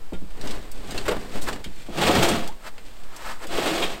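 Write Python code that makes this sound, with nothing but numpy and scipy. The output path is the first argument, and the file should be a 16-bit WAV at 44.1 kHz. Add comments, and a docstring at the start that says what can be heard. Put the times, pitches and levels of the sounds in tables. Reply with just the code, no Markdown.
"""A small shed with a gritty wooden floor, where a heavy portable generator is shifted, then dragged twice. Its
feet stick and slip, juddering on the boards and crushing grit; a tube of the frame squeaks as the first drag
ends. The steel frame clanks and rings hollow, the floor thuds, boots shuffle and scuff, a jacket rustles. The
close walls add a short reverb, and a light wind sways the air at the microphone."""
import sys
import numpy as np
from scipy import signal
from scipy.fft import rfft, irfft, next_fast_len
from scipy.io import wavfile
from scipy.ndimage import uniform_filter1d

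SR = 44100
rng = np.random.default_rng(int(sys.argv[2]) if len(sys.argv) > 2 else 0)


def int16_out(signal):
    """Quantize to a 16-bit WAV file."""
    q = np.round(np.clip(np.atleast_2d(signal).T, -1, 1) * 32767)
    wavfile.write(sys.argv[1], SR, q.astype(np.int16))


N = 176400
HIT_SAMPLES, SHARP_ATTACK_S = SR // 3, 0.0003


def amp(db):
    return 10 ** (np.asarray(db) / 20)


def unit(x):
    return x / np.sqrt(np.mean(x ** 2) + 1e-20)


def along(points, hz):
    """Read a curve of (f/Hz, value) points on a log frequency axis."""
    freqs, values = np.transpose(points)
    return np.interp(np.log(hz + 1), np.log(freqs + 1), values)


def coloured(x, colour):
    """Minimum-phase filter whose gain in dB is colour(hz)."""
    size = 2 * next_fast_len(len(x) // 2 + 4096)
    gain = amp(colour(np.fft.rfftfreq(size, 1 / SR)))
    cepstrum = irfft(np.log(gain + 1e-6))
    cepstrum[1:size // 2] *= 2
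    cepstrum[size // 2 + 1:] = 0
    return irfft(rfft(x, size) * np.exp(rfft(cepstrum)))[:len(x)]


def eq(x, curve):
    """Filter by a curve of (f/Hz, gain/dB) points."""
    return coloured(x, lambda hz: along(curve, hz))


def hump(hz, centre_hz, steep):
    """A broad resonance in dB."""
    ratio = (hz + 1) / centre_hz
    return -steep * np.log10((ratio + 1 / ratio) / 2)


def swell(s, rise, fall, hold=0, bend=1):
    """An envelope, full from s for the hold, 20 dB down a rise before and a fall after."""
    t = np.arange(N) / SR
    away = np.clip(np.maximum((s - t) / rise, (t - s - hold) / fall), 0, 10)
    return amp(-20 * away ** bend)


def add(track, s, db, hit):
    """Lay a hit at time s; db is its level as if all its energy fell in 20 ms."""
    part = track[int(s * SR):][:len(hit)]
    part += (amp(db) * hit * np.sqrt(SR / 50 / np.sum(hit ** 2)))[:len(part)]


# Decay of the room: f/Hz, t60/s
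SHED_DECAY = [(300, 0.15), (14000, 0.054)]
def shed(x, wet_db):
    """Direct sound plus the short answer of the close wooden walls."""
    hz, t, noise = signal.stft(rng.standard_normal(HIT_SAMPLES), SR, nperseg=256)
    decay = amp(-60 * t / along(SHED_DECAY, hz)[:, None])
    tail = signal.istft(noise * decay, SR, nperseg=256)[1]
    tail[:SR // 600] = 0  # pre-delay
    return x + amp(wet_db) * signal.fftconvolve(x, tail / np.linalg.norm(tail))[:len(x)]


def grains(per_s, spread_db, size=N):
    """Random tiny impacts of scattered strength."""
    clicks = (rng.random(size) < per_s / SR) * rng.choice([-1, 1], size)
    return clicks * amp(spread_db * rng.standard_normal(size))


def patter(contacts, colour, wet_db):
    """Several contact points, each with its own path through the shed; rms 1."""
    return unit(coloured(sum(shed(x, wet_db) for x in contacts), colour))


def friction(curve, per_s, spread_db, pressure=1):
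    """A rubbing texture: grains under three contact points."""
    contacts = [pressure * grains(per_s, spread_db) for _ in range(3)]
    return patter(contacts, lambda hz: along(curve, hz), wet_db=0)


def burst(per_s, t60, attack_s=SHARP_ATTACK_S):
    """Many tiny impacts that die away."""
    t = np.arange(HIT_SAMPLES) / SR
    return grains(per_s, spread_db=6, size=len(t)) * amp(-60 * t / t60) * (1 - np.exp(-t / attack_s))


def ringing(modes, attack_s):
    """Damped modes, a little different in level and tuning at each blow."""
    t = np.arange(HIT_SAMPLES) / SR
    ring = sum(amp(db + rng.normal(0, 0.66) - 60 * t / t60)
               * np.sin(2 * np.pi * hz * rng.normal(1, 0.011) * t) for hz, db, t60 in modes)
    return ring * (1 - np.exp(-t / attack_s))


# Tone of the air bed and of the wind: f/Hz, gain/dB
AIR_EQ = [(60, 9), (750, 2), (2500, -6), (8000, -11.5), (16000, -12)]
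WIND_EQ = [(2, 8.5), (8, -9), (33, -20), (70, -47.5), (600, -105)]
# Slow swells and lulls of the wind: t/s, gain/dB
WIND_SWAY = [(1.0, 2.5), (3.1, -5.5), (3.7, -0.5)]
def breeze(air_db=-50, wind_db=-24.5):
    """A faint bed of air, with slow wind pressure on the microphone underneath."""
    air = unit(eq(rng.standard_normal(N), AIR_EQ))
    wind = unit(eq(rng.standard_normal(N), WIND_EQ))
    gust_db = np.interp(np.arange(N) / SR, *np.transpose(WIND_SWAY))
    return amp(air_db) * air + amp(wind_db + gust_db) * wind


# Blows on the floor: t/s, level/dB, f/Hz
THUD_CUES = [(0.123, -32.5, 254), (0.217, -39.5, 190), (1.66, -39, 178), (1.887, -35, 280),
             (2.162, -20.5, 268.5), (2.174, -20, 83)]
# Low modes of the floor: f/Hz, level/dB, t60/s
FLOOR_MODES = [(53, -3, 0.17), (183.8, -6.5, 0.21)]
def floor_thuds():
    """Dull blows set the floor booming, most when pitched near its upper mode."""
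    track = np.zeros(N)
    for s, db, pitch in THUD_CUES:
        blow = coloured(signal.unit_impulse(HIT_SAMPLES), lambda hz: hump(hz, pitch, steep=69))
        add(track, s, db, shed(blow, wet_db=1))
        boom_db = db + 2.5 + hump(FLOOR_MODES[1][0], pitch, steep=170)
        add(track, s, boom_db, ringing(FLOOR_MODES, attack_s=0.0136))
    return track


# Rattles of the frame: t/s, level/dB, ring relative to rattle/dB
CLANK_CUES = [(0.132, -42.5, -6.5), (1.054, -32.5, -22), (1.08, -23.5, -13), (1.11, -27.5, -20),
              (1.643, -53.5, 10), (2.014, -21, -9.5), (2.064, -22, -22), (2.152, -21.5, -27),
              (2.222, -19.5, -13), (3.657, -25.5, -21), (3.82, -29.5, 4)]
# Tone of rattling steel: f/Hz, gain/dB
STEEL_EQ = [(100, -7), (500, 1.5), (1600, -3), (3300, -11), (16000, -22)]
# Modes of the tubes: f/Hz, level/dB, t60/s
TUBE_MODES = [(2460, -2.5, 0.058), (2860, 0, 0.042), (3213, 6, 0.037), (3694, -2, 0.083)]
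def frame_clanks():
    """The steel frame rattles, and its tubes ring brightly on top."""
    track = np.zeros(N)
    for s, db, ring_db in CLANK_CUES:
        rattle = eq(burst(per_s=5000, t60=0.085, attack_s=0.00089), STEEL_EQ)
        add(track, s, db, shed(rattle, wet_db=-2))
        tubes = ringing(TUBE_MODES, attack_s=0.0007)
        chatter = burst(per_s=2300, t60=0.05, attack_s=0.0032)
        ring = signal.fftconvolve(tubes, chatter)[:HIT_SAMPLES]
        add(track, s, db + ring_db, shed(ring, wet_db=-2))
    return track


# Arm moves: peak t/s, rise/s, fall/s, level/dB
RUSTLE_CUES = [(0.309, 0.011, 0.05, -48.5), (0.759, 0.04, 0.18, -46.5), (1.812, 0.37, 0.21, -46),
               (2.88, 0.27, 0.46, -50)]
# Sandy hiss, for cloth and for sand underfoot: f/Hz, gain/dB
SAND_EQ = [(200, 10), (900, -3.5), (2500, 4), (8000, -3.5), (16000, -10.5)]
def jacket_rustles():
    """Stiff cloth slides over itself with a fine hiss."""
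    envelope = sum(amp(db) * swell(s, rise, fall) for s, rise, fall, db in RUSTLE_CUES)
    return envelope * friction(SAND_EQ, per_s=2100, spread_db=10)


# Weight shifts: peak t/s, rise/s, fall/s, boards level/dB, sand level/dB
SHUFFLE_CUES = [(0.49, 0.16, 0.21, -36, -43), (0.96, 0.16, 0.14, -42, -44), (1.18, 0.54, 0.27, -37, -44.5),
                (1.369, 0.067, 0.04, -39.5, -39.5), (1.504, 0.12, 0.13, -32, -44.5)]
# Tone of rubbed boards: f/Hz, gain/dB
BOARD_EQ = [(60, -2.5), (230, 1), (650, -3.5), (1400, -14), (12000, -30.5)]
def shuffles():
    """Small shifts of weight rub the boards and roll sand over them."""
    boards = friction(BOARD_EQ, per_s=230, spread_db=6)
    sand = friction(SAND_EQ, per_s=1100, spread_db=7)
    return sum(swell(s, rise, fall, bend=1.92) * (amp(boards_db) * boards + amp(sand_db) * sand)
               for s, rise, fall, boards_db, sand_db in SHUFFLE_CUES)


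# Breaking grit: t/s, level before trim/dB, crumble t60/s, f/Hz
CRACK_CUES = [(0.413, -36.5, 0.013, 3280), (0.473, -33.5, 0.016, 3870), (0.509, -33, 0.032, 3850),
              (0.716, -37, 0.022, 11000), (0.909, -33.5, 0.014, 4930), (0.978, -26.5, 0.029, 2900),
              (1.08, -29.5, 0.046, 1670), (1.415, -29.5, 0.17, 7600), (1.529, -32.5, 0.021, 2840),
              (1.643, -33.5, 0.0168, 3800), (1.975, -38, 0.0045, 5000), (2.228, -20.5, 0.14, 6500),
              (2.286, -22, 0.049, 6950), (2.477, -34.5, 0.0028, 6500), (2.781, -41, 0.0049, 1390),
              (3.163, -36.5, 0.025, 9100), (3.47, -36.5, 0.0194, 6600)]
def grit_cracks(trim_db=-4.5):
    """Grit breaks under the load: a sharp snap, then a tail of crumbs."""
    track = np.zeros(N)
    snap = 2 * signal.unit_impulse(HIT_SAMPLES)
    for s, db, crumble_s, pitch in CRACK_CUES:
        colour = lambda hz: hump(hz, pitch, steep=29) - 10 * np.log10(1 + (hz / 9000) ** 2)
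        crack = coloured(snap + burst(per_s=6500, t60=crumble_s), colour)
        add(track, s, db + trim_db, shed(crack, wet_db=-0.5))
    return track


# Body of the frame on the boards: f/Hz, width/Hz, level/dB
FRAME_MODES = [(335.6, 28, 2.5), (417, 106, 4), (540, 50, -3.5), (715, 100, 0), (937, 35, -9),
               (1227, 92, -5)]
def frame_db(hz):
    """The hollow resonances of the frame as a gain in dB."""
    power = sum(amp(2 * db) * (hz * width) ** 2 / ((centre ** 2 - hz ** 2) ** 2 + (hz * width) ** 2)
                for centre, width, db in FRAME_MODES)
    return 10 * np.log10(1e-6 + power)


# Jolts of the whole frame: t/s, level/dB
JOLT_CUES = [(1.084, -22.5), (1.111, -23.5), (2.093, -16.5), (2.16, -21.5), (3.449, -39), (3.582, -25),
             (3.665, -23.5), (3.712, -25.5), (3.805, -31)]
def frame_jolts(cutoff_hz=610):
    """The jolted frame rings hollow; its rubber feet pass little above the cutoff."""
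    track = np.zeros(N)
    muffled = lambda hz: frame_db(hz) - 10 * np.log10(1 + (hz / cutoff_hz) ** 4)
    for s, db in JOLT_CUES:
        jolt = coloured(burst(per_s=2300, t60=0.047), muffled)
        add(track, s, db, shed(jolt, wet_db=-3))
    return track


# Boot slides: peak t/s, rise/s, fall/s, level/dB
SCUFF_CUES = [(1.488, 0.033, 0.031, -25.5), (2.678, 0.063, 0.028, -34), (3.313, 0.24, 0.07, -33),
              (3.441, 0.051, 0.03, -33.5)]
# Tone of a sole: f/Hz, gain/dB
SOLE_EQ = [(100, -15.5), (600, -2), (1350, 0), (3000, -9), (16000, -18.5)]
def boot_scuffs():
    """A sole slides faster and then grips."""
    envelope = sum(amp(db) * swell(s, rise, fall, bend=1.14) for s, rise, fall, db in SCUFF_CUES)
    return envelope * friction(SOLE_EQ, per_s=2300, spread_db=5.5)


def slips(per_s, scatter, spread_db, count=2000):
    """Stick and slip: kicks at an uneven rate."""
    gaps = np.exp(scatter * rng.standard_normal(count))
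    at = (np.cumsum(gaps) * SR / per_s).astype(int)
    kicks = amp(spread_db * rng.standard_normal(count))
    return np.bincount(at[at < N], kicks[at < N], N)


# Drags: full speed t/s, hold/s, rise/s, fall/s, rumble level/dB, judder level/dB, grit level/dB
DRAG_CUES = [(2.038, 0.27, 0.12, 0.18, -27.5, -24.5, -26.5), (3.584, 0.19, 0.12, 0.27, -40, -29, -29)]
# Tone of the floor rumble and of the grinding grit: f/Hz, gain/dB
RUMBLE_EQ = [(58, -10.5), (78, -9.5), (190, 1), (300, -12.5), (1500, -43)]
GRIT_EQ = [(150, -18), (600, -6), (1300, -2.5), (3300, -2), (5000, -8), (16000, -17)]
def generator_drags(steady_load=1.38, catch_load=1.53, catch_s=0.021):
    """The feet judder, shaking floor and frame, and grind grit harder at each slip and catch."""
    feet = [slips(per_s=90, scatter=0.6, spread_db=2) for _ in range(2)]
    slip_load = signal.lfilter([1], [1, -np.exp(-1 / (0.0085 * SR))], sum(feet))  # 8.5 ms release
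    # the feet dig in at each clank
    catches = sum(swell(s, SHARP_ATTACK_S, catch_s, hold=catch_s) for s, *_ in CLANK_CUES)
    pressure = steady_load + slip_load + catch_load * catches
    rumble = friction(RUMBLE_EQ, per_s=200, spread_db=8.5)
    judder = patter(feet, frame_db, wet_db=1)
    grit = friction(GRIT_EQ, per_s=2000, spread_db=0, pressure=pressure)
    track = np.zeros(N)
    for s, hold, rise, fall, rumble_db, judder_db, grit_db in DRAG_CUES:
        blend = amp(rumble_db) * rumble + amp(judder_db) * judder + amp(grit_db) * grit
        track += swell(s, rise, fall, hold, bend=1.49) * blend
    return track


# A tube's chirp: peak t/s, half length/s, f at peak/Hz, glide/(Hz/s), level/dB
SQUEAK_CUE = (2.496, 0.024, 870, 6000, -40.5)
def tube_squeak():
    """A tube of the frame squeaks as the first drag ends: a short, rough, rising chirp."""
    s, half_s, hz, glide, db = SQUEAK_CUE
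    t = np.arange(N) / SR - s
    flutter = unit(uniform_filter1d(rng.standard_normal(N), size=200))
    chirp = np.sin(2 * np.pi * (hz + glide * t / 2) * t + flutter)
    envelope = amp(db) * np.exp(-(t / half_s) ** 2)
    return shed(envelope * chirp, wet_db=-6.5)


def scene():
    """The mono mix: friction layers and hits over the breeze."""
    rubs = generator_drags() + shuffles() + boot_scuffs() + tube_squeak() + jacket_rustles()
    hits = floor_thuds() + frame_jolts() + frame_clanks() + grit_cracks()
    return (rubs + hits + breeze())[None]


# Microphone response: f/Hz, gain/dB
MIC_EQ = [(4600, 0.5), (6200, -3.5), (8200, 2.5), (10300, -8), (12800, -3), (15500, -6.5)]
TOP_HZ = 15850
def record(dry):
    """The microphone ripples the treble and keeps nothing above its band limit."""
    size = next_fast_len(N + SR // 2)
    spectrum = rfft(eq(dry[0], MIC_EQ), size)
    in_band = np.fft.rfftfreq(size, 1 / SR) < TOP_HZ
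    return irfft(spectrum * in_band, size)[None, :N]


dry = scene()
out = record(dry)
int16_out(out)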